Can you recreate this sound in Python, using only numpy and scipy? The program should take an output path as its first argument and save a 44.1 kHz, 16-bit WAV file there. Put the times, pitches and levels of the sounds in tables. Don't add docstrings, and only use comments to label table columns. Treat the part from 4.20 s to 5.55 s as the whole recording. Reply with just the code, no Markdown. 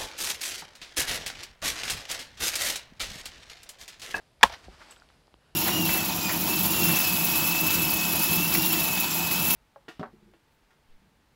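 import sys
import numpy as np
from scipy import signal
from scipy.fft import rfft, irfft
from scipy.io import wavfile

SR = 44100
rng = np.random.default_rng(int(sys.argv[2]) if len(sys.argv) > 2 else 0)


def store_wav(level_fs):
    pcm = np.round(np.clip(np.atleast_2d(level_fs), -1, 1) * 32767)
    wavfile.write(sys.argv[1], SR, pcm.T.astype(np.int16))


N = 59535
T = np.arange(N) / SR
STOP_S = 0.23713


def from_db(db):
    return 10 ** (np.asarray(db) / 20)


def rms_one(x):
    return x / np.sqrt(np.mean(x ** 2) + 1e-20)


def envelope(curve):
    return from_db(np.interp(T, *np.transpose(curve)))


def decay(start, t60):
    return (T >= start) * np.exp(-np.log(1000) * np.maximum(T - start, 0) / t60)


def ring(start, modes):
    return sum((-1) ** k * from_db(db) * decay(start, t60) * np.sin(2 * np.pi * hz * (T - start))
               for k, (hz, db, t60) in enumerate(modes))


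def coloured(x, spectrum):
    hz, db = np.transpose(spectrum)
    bins_hz = np.maximum(np.arange(N // 2 + 1) * SR / N, 1)
    gain = from_db(np.interp(np.log(bins_hz), np.log(hz), db))
    return rms_one(irfft(rfft(x) * gain, N))


def noise(spectrum):
    return coloured(rng.standard_normal(N), spectrum)


def grit(spectrum, grains_per_s=6800, spread_db=3.5, hiss_ratio=0.71):
    sizes = from_db(spread_db * np.minimum(rng.exponential(1, N), 4)) * rng.choice([-1, 1], N)
    grains = rms_one(sizes * (rng.random(N) < grains_per_s / SR))
    return coloured(grains + hiss_ratio * rng.standard_normal(N), spectrum)


def filtered(x, hz, kind, order=1):
    return signal.sosfilt(signal.butter(order, min(hz, SR / 2 - 1), kind, fs=SR, output="sos"), x)


def outdoors():
    # time_s, level_db
    air_level = [(0, -64.5), (0.12, -64.5), (0.2, -64), (0.6, -66), (0.98, -63), (1.11, -65), (1.19, -65.5),
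                 (1.28, -64), (1.35, -65.5)]
    chirr_level = [(0, -100), (1.15, -90), (1.22, -70), (1.3, -69.5), (1.35, -75)]
    # frequency_hz, level_db
    air_colour = [(25, -2), (60, -3), (130, -2), (300, -10.5), (650, -10.5), (1000, -16.5), (1500, -19),
                  (3000, -20.5), (4800, -21.5), (6000, -29.5), (11000, -30.5), (15000, -44)]
    chirr_colour = [(100, -31), (650, -1.5), (1000, -7.5), (1400, 0.5), (1750, -1.5), (2300, -18),
                    (2900, 1), (3400, -18.5), (15000, -47)]
    return envelope(air_level) * noise(air_colour) + envelope(chirr_level) * noise(chirr_colour)


def handle_tap():
    # start_s, level_db
    taps = [(1.141, -40.5)]
    # pitch_hz, level_db, t60_s
    modes = [(308.2, -6, .02), (700, -2.5, 0.0064), (1130, -1.5, 0.0062), (2877, -7, 0.0064),
             (3840, -7, 0.0042)]
    return sum(from_db(db) * ring(s, modes) for s, db in taps)


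def ping():
    # start_s, level_db
    contacts = [(0.7083, -44.5), (0.7205, -56), (0.7305, -58), (0.776, -59)]
    # pitch_hz, level_db, t60_s
    modes = [(7900, -3, 0.08), (8260, -6.5, .06)]
    # frequency_hz, level_db
    hiss_colour = [(2000, -14), (6000, -10), (8000, 2), (9000, -11), (12000, -10), (15000, -23)]
    hiss = from_db(-54) * noise(hiss_colour) * decay(contacts[0][0], t60=0.17)
    return sum(from_db(db) * ring(s, modes) for s, db in contacts) + hiss


def ground_thud():
    # time_s, level_db
    swells = [(0, -59.5), (0.19, -48.5), (0.232, -54), (0.247, -30), (0.27, -29), (0.305, -39.5),
              (0.41, -48), (0.48, -33.5), (0.535, -37), (0.57, -46.5), (0.7, -52.5), (1.12, -55),
              (1.15, -47), (1.19, -57), (1.35, -56)]
    # frequency_hz, level_db
    colour = [(10, -10), (25, -2.5), (45, 2), (75, -9), (130, -28.5), (250, -40), (1000, -74),
              (15000, -105)]
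    return envelope(swells) * noise(colour)


def debris():
    # start_s, level_db, pitch_hz, t60_s
    ticks = [(0.3402, -33.5, 3000, .003), (0.3537, -45, 4240, .015), (0.626, -39.5, 1980, 0.0031),
             (0.724, -38.5, 2760, 0.0077), (0.763, -41.5, 3300, 0.0044), (0.768, -43.5, 1450, .008),
             (0.8, -44, 4900, 0.0041), (0.821, -41.5, 1440, 0.012), (0.889, -46.5, 3640, .003),
             (0.9024, -41, 1382, 0.0034), (1.071, -49.5, 4814, 0.0026), (1.080, -45, 843, 0.0065)]
    # start_s, level_db
    lumps = [(0.482, -35)]
    # pitch_hz, level_db, t60_s
    lump_modes = [(181, -11, 0.052), (365, -8.5, 0.065), (528, -6, 0.024), (753, -8, 0.046)]
    ticking = sum(ring(s, [(hz, db, t60)]) for s, db, hz, t60 in ticks)
    return ticking + sum(from_db(db) * ring(s, lump_modes) for s, db in lumps)


def sliding_earth():
    # time_s, level_db
    slide_level = [(0, -65.5), (0.33, -98), (0.36, -53.5), (0.42, -59.5), (0.445, -52), (0.48, -60.5),
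                   (0.535, -56.5), (0.575, -59), (0.62, -53), (0.655, -57), (0.69, -54), (0.72, -52.5),
                   (0.75, -60), (0.83, -65), (0.95, -69), (1.1, -83.5), (1.35, -83)]
    drag_level = [(0.59, -100), (0.604, -55.5), (0.626, -49), (0.636, -65.5), (0.67, -100)]
    # frequency_hz, level_db
    slide_colour = [(100, -13), (300, -5), (800, -1.5), (1500, -3), (3400, -8), (5000, -8.5), (6200, -15),
                    (8000, -18), (11500, -27), (15000, -35.5)]
    drag_colour = [(200, -21.5), (500, -6), (1050, -1), (1500, 1.5), (1900, -5.5), (2400, -9),
                   (3200, -17.5), (15000, -45.5)]
    return envelope(slide_level) * grit(slide_colour) + envelope(drag_level) * grit(drag_colour)


def clods():
    # start_s, level_db, t60_s, lowpass_hz
    fractures = [(0.2106, -39, 0.056, 2200), (0.2235, -43, .08, 3520), (0.2964, -33, 0.091, 1610),
                 (0.312, -45, 0.15, 4000), (0.3204, -36, 0.066, 3500), (0.325, -38, 0.034, 9000),
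                 (0.333, -39.5, 0.083, 6030), (0.339, -35, 0.062, 6200)]
    # frequency_hz, level_db
    colour = [(100, -18.5), (350, -14), (750, 3), (1200, -4), (1700, -0.5), (2600, -7), (3400, -3),
              (4600, -7.5), (5900, -5), (6700, -20.5), (15000, -22.5)]
    bursts = sum(from_db(db) * filtered(grit(colour) * decay(s, t60), hz, "low")
                 for s, db, t60, hz in fractures)
    return filtered(bursts, hz=380, kind="high", order=2)


def hillside(blow):
    # delay_s, level_db
    reflections = [(0.0156, -21.5), (0.02305, -32)]
    # frequency_hz, level_db
    scatter_colour = [(60, -22), (300, -18), (600, -11), (900, -1.5), (1300, -5), (1900, -10.5), (3400, -9),
                      (6000, -18), (10000, -24), (15000, -31)]
    dull = filtered(blow, hz=1160, kind="low", order=2)
    echoes = sum(from_db(db) * np.interp(T - delay, T, dull) for delay, db in reflections)
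    near = from_db(-24.5) * decay(STOP_S, t60=0.10)
    far = from_db(-43.5) * decay(STOP_S, t60=0.45)
    return echoes + noise(scatter_colour) * (near + far)


def chop(buried_db=-14.5, bury_s=0.001):
    # start_s, blade_db, knock_db, crunch_db
    bites = [(0.23035, 3.5, -11, -20.5), (0.2329, -8.5, -16.5, -8.5), (0.2372, -17.5, -0.2, -20)]
    # pitch_hz, level_db, t60_s
    blade_modes = [(1311, -16, 0.1), (1680.5, -4.5, 0.054), (1756, -11.5, 0.018), (1894, -12, 0.06),
                   (2424, -7, 0.028), (2900, -19.5, 0.071), (3127, -17, 0.067), (3444, -10.5, 0.038),
                   (4130, -24, 0.098), (5392, -30, 0.04), (7450, -27.5, 0.032)]
    knock_modes = [(208, -23.5, .058), (551, -17, 0.046), (708.5, -10, 0.03), (906, 5.5, 0.014),
                   (1090.6, 2.5, 0.019), (1110, -17.5, 0.033)]
    # frequency_hz, level_db
    crunch_colour = [(100, -36), (500, -9.5), (1000, -3), (3300, 0.5), (5000, -7.5), (8000, -15),
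                     (15000, -24.5)]
    soil = grit(crunch_colour)
    burial = 1 - np.exp(-np.maximum(T - STOP_S, 0) / bury_s)
    choke = from_db(buried_db * burial)
    blow = np.zeros(N)
    for start, blade_db, knock_db, crunch_db in bites:
        clank = from_db(blade_db) * ring(start, blade_modes)
        knock = from_db(knock_db) * ring(start, knock_modes)
        crunch = from_db(crunch_db) * decay(start, t60=0.026) * soil
        blow += choke * (clank + crunch) + knock
    return blow


def scene():
    blow = chop()
    stroke = blow + hillside(blow) + clods() + sliding_earth() + debris() + ground_thud()
    return (stroke + ping() + handle_tap() + outdoors())[None]


def record(dry, overload=0.72, low_cut_hz=110, stopband_hz=16250):
    flattened = dry / (1 + (dry / overload) ** 4) ** (1 / 4)
    thinned = filtered(flattened, low_cut_hz, "high", order=2)
    return signal.sosfilt(signal.cheby2(20, 70, stopband_hz, fs=SR, output="sos"), thinned)


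dry = scene()
out = record(dry)
store_wav(out)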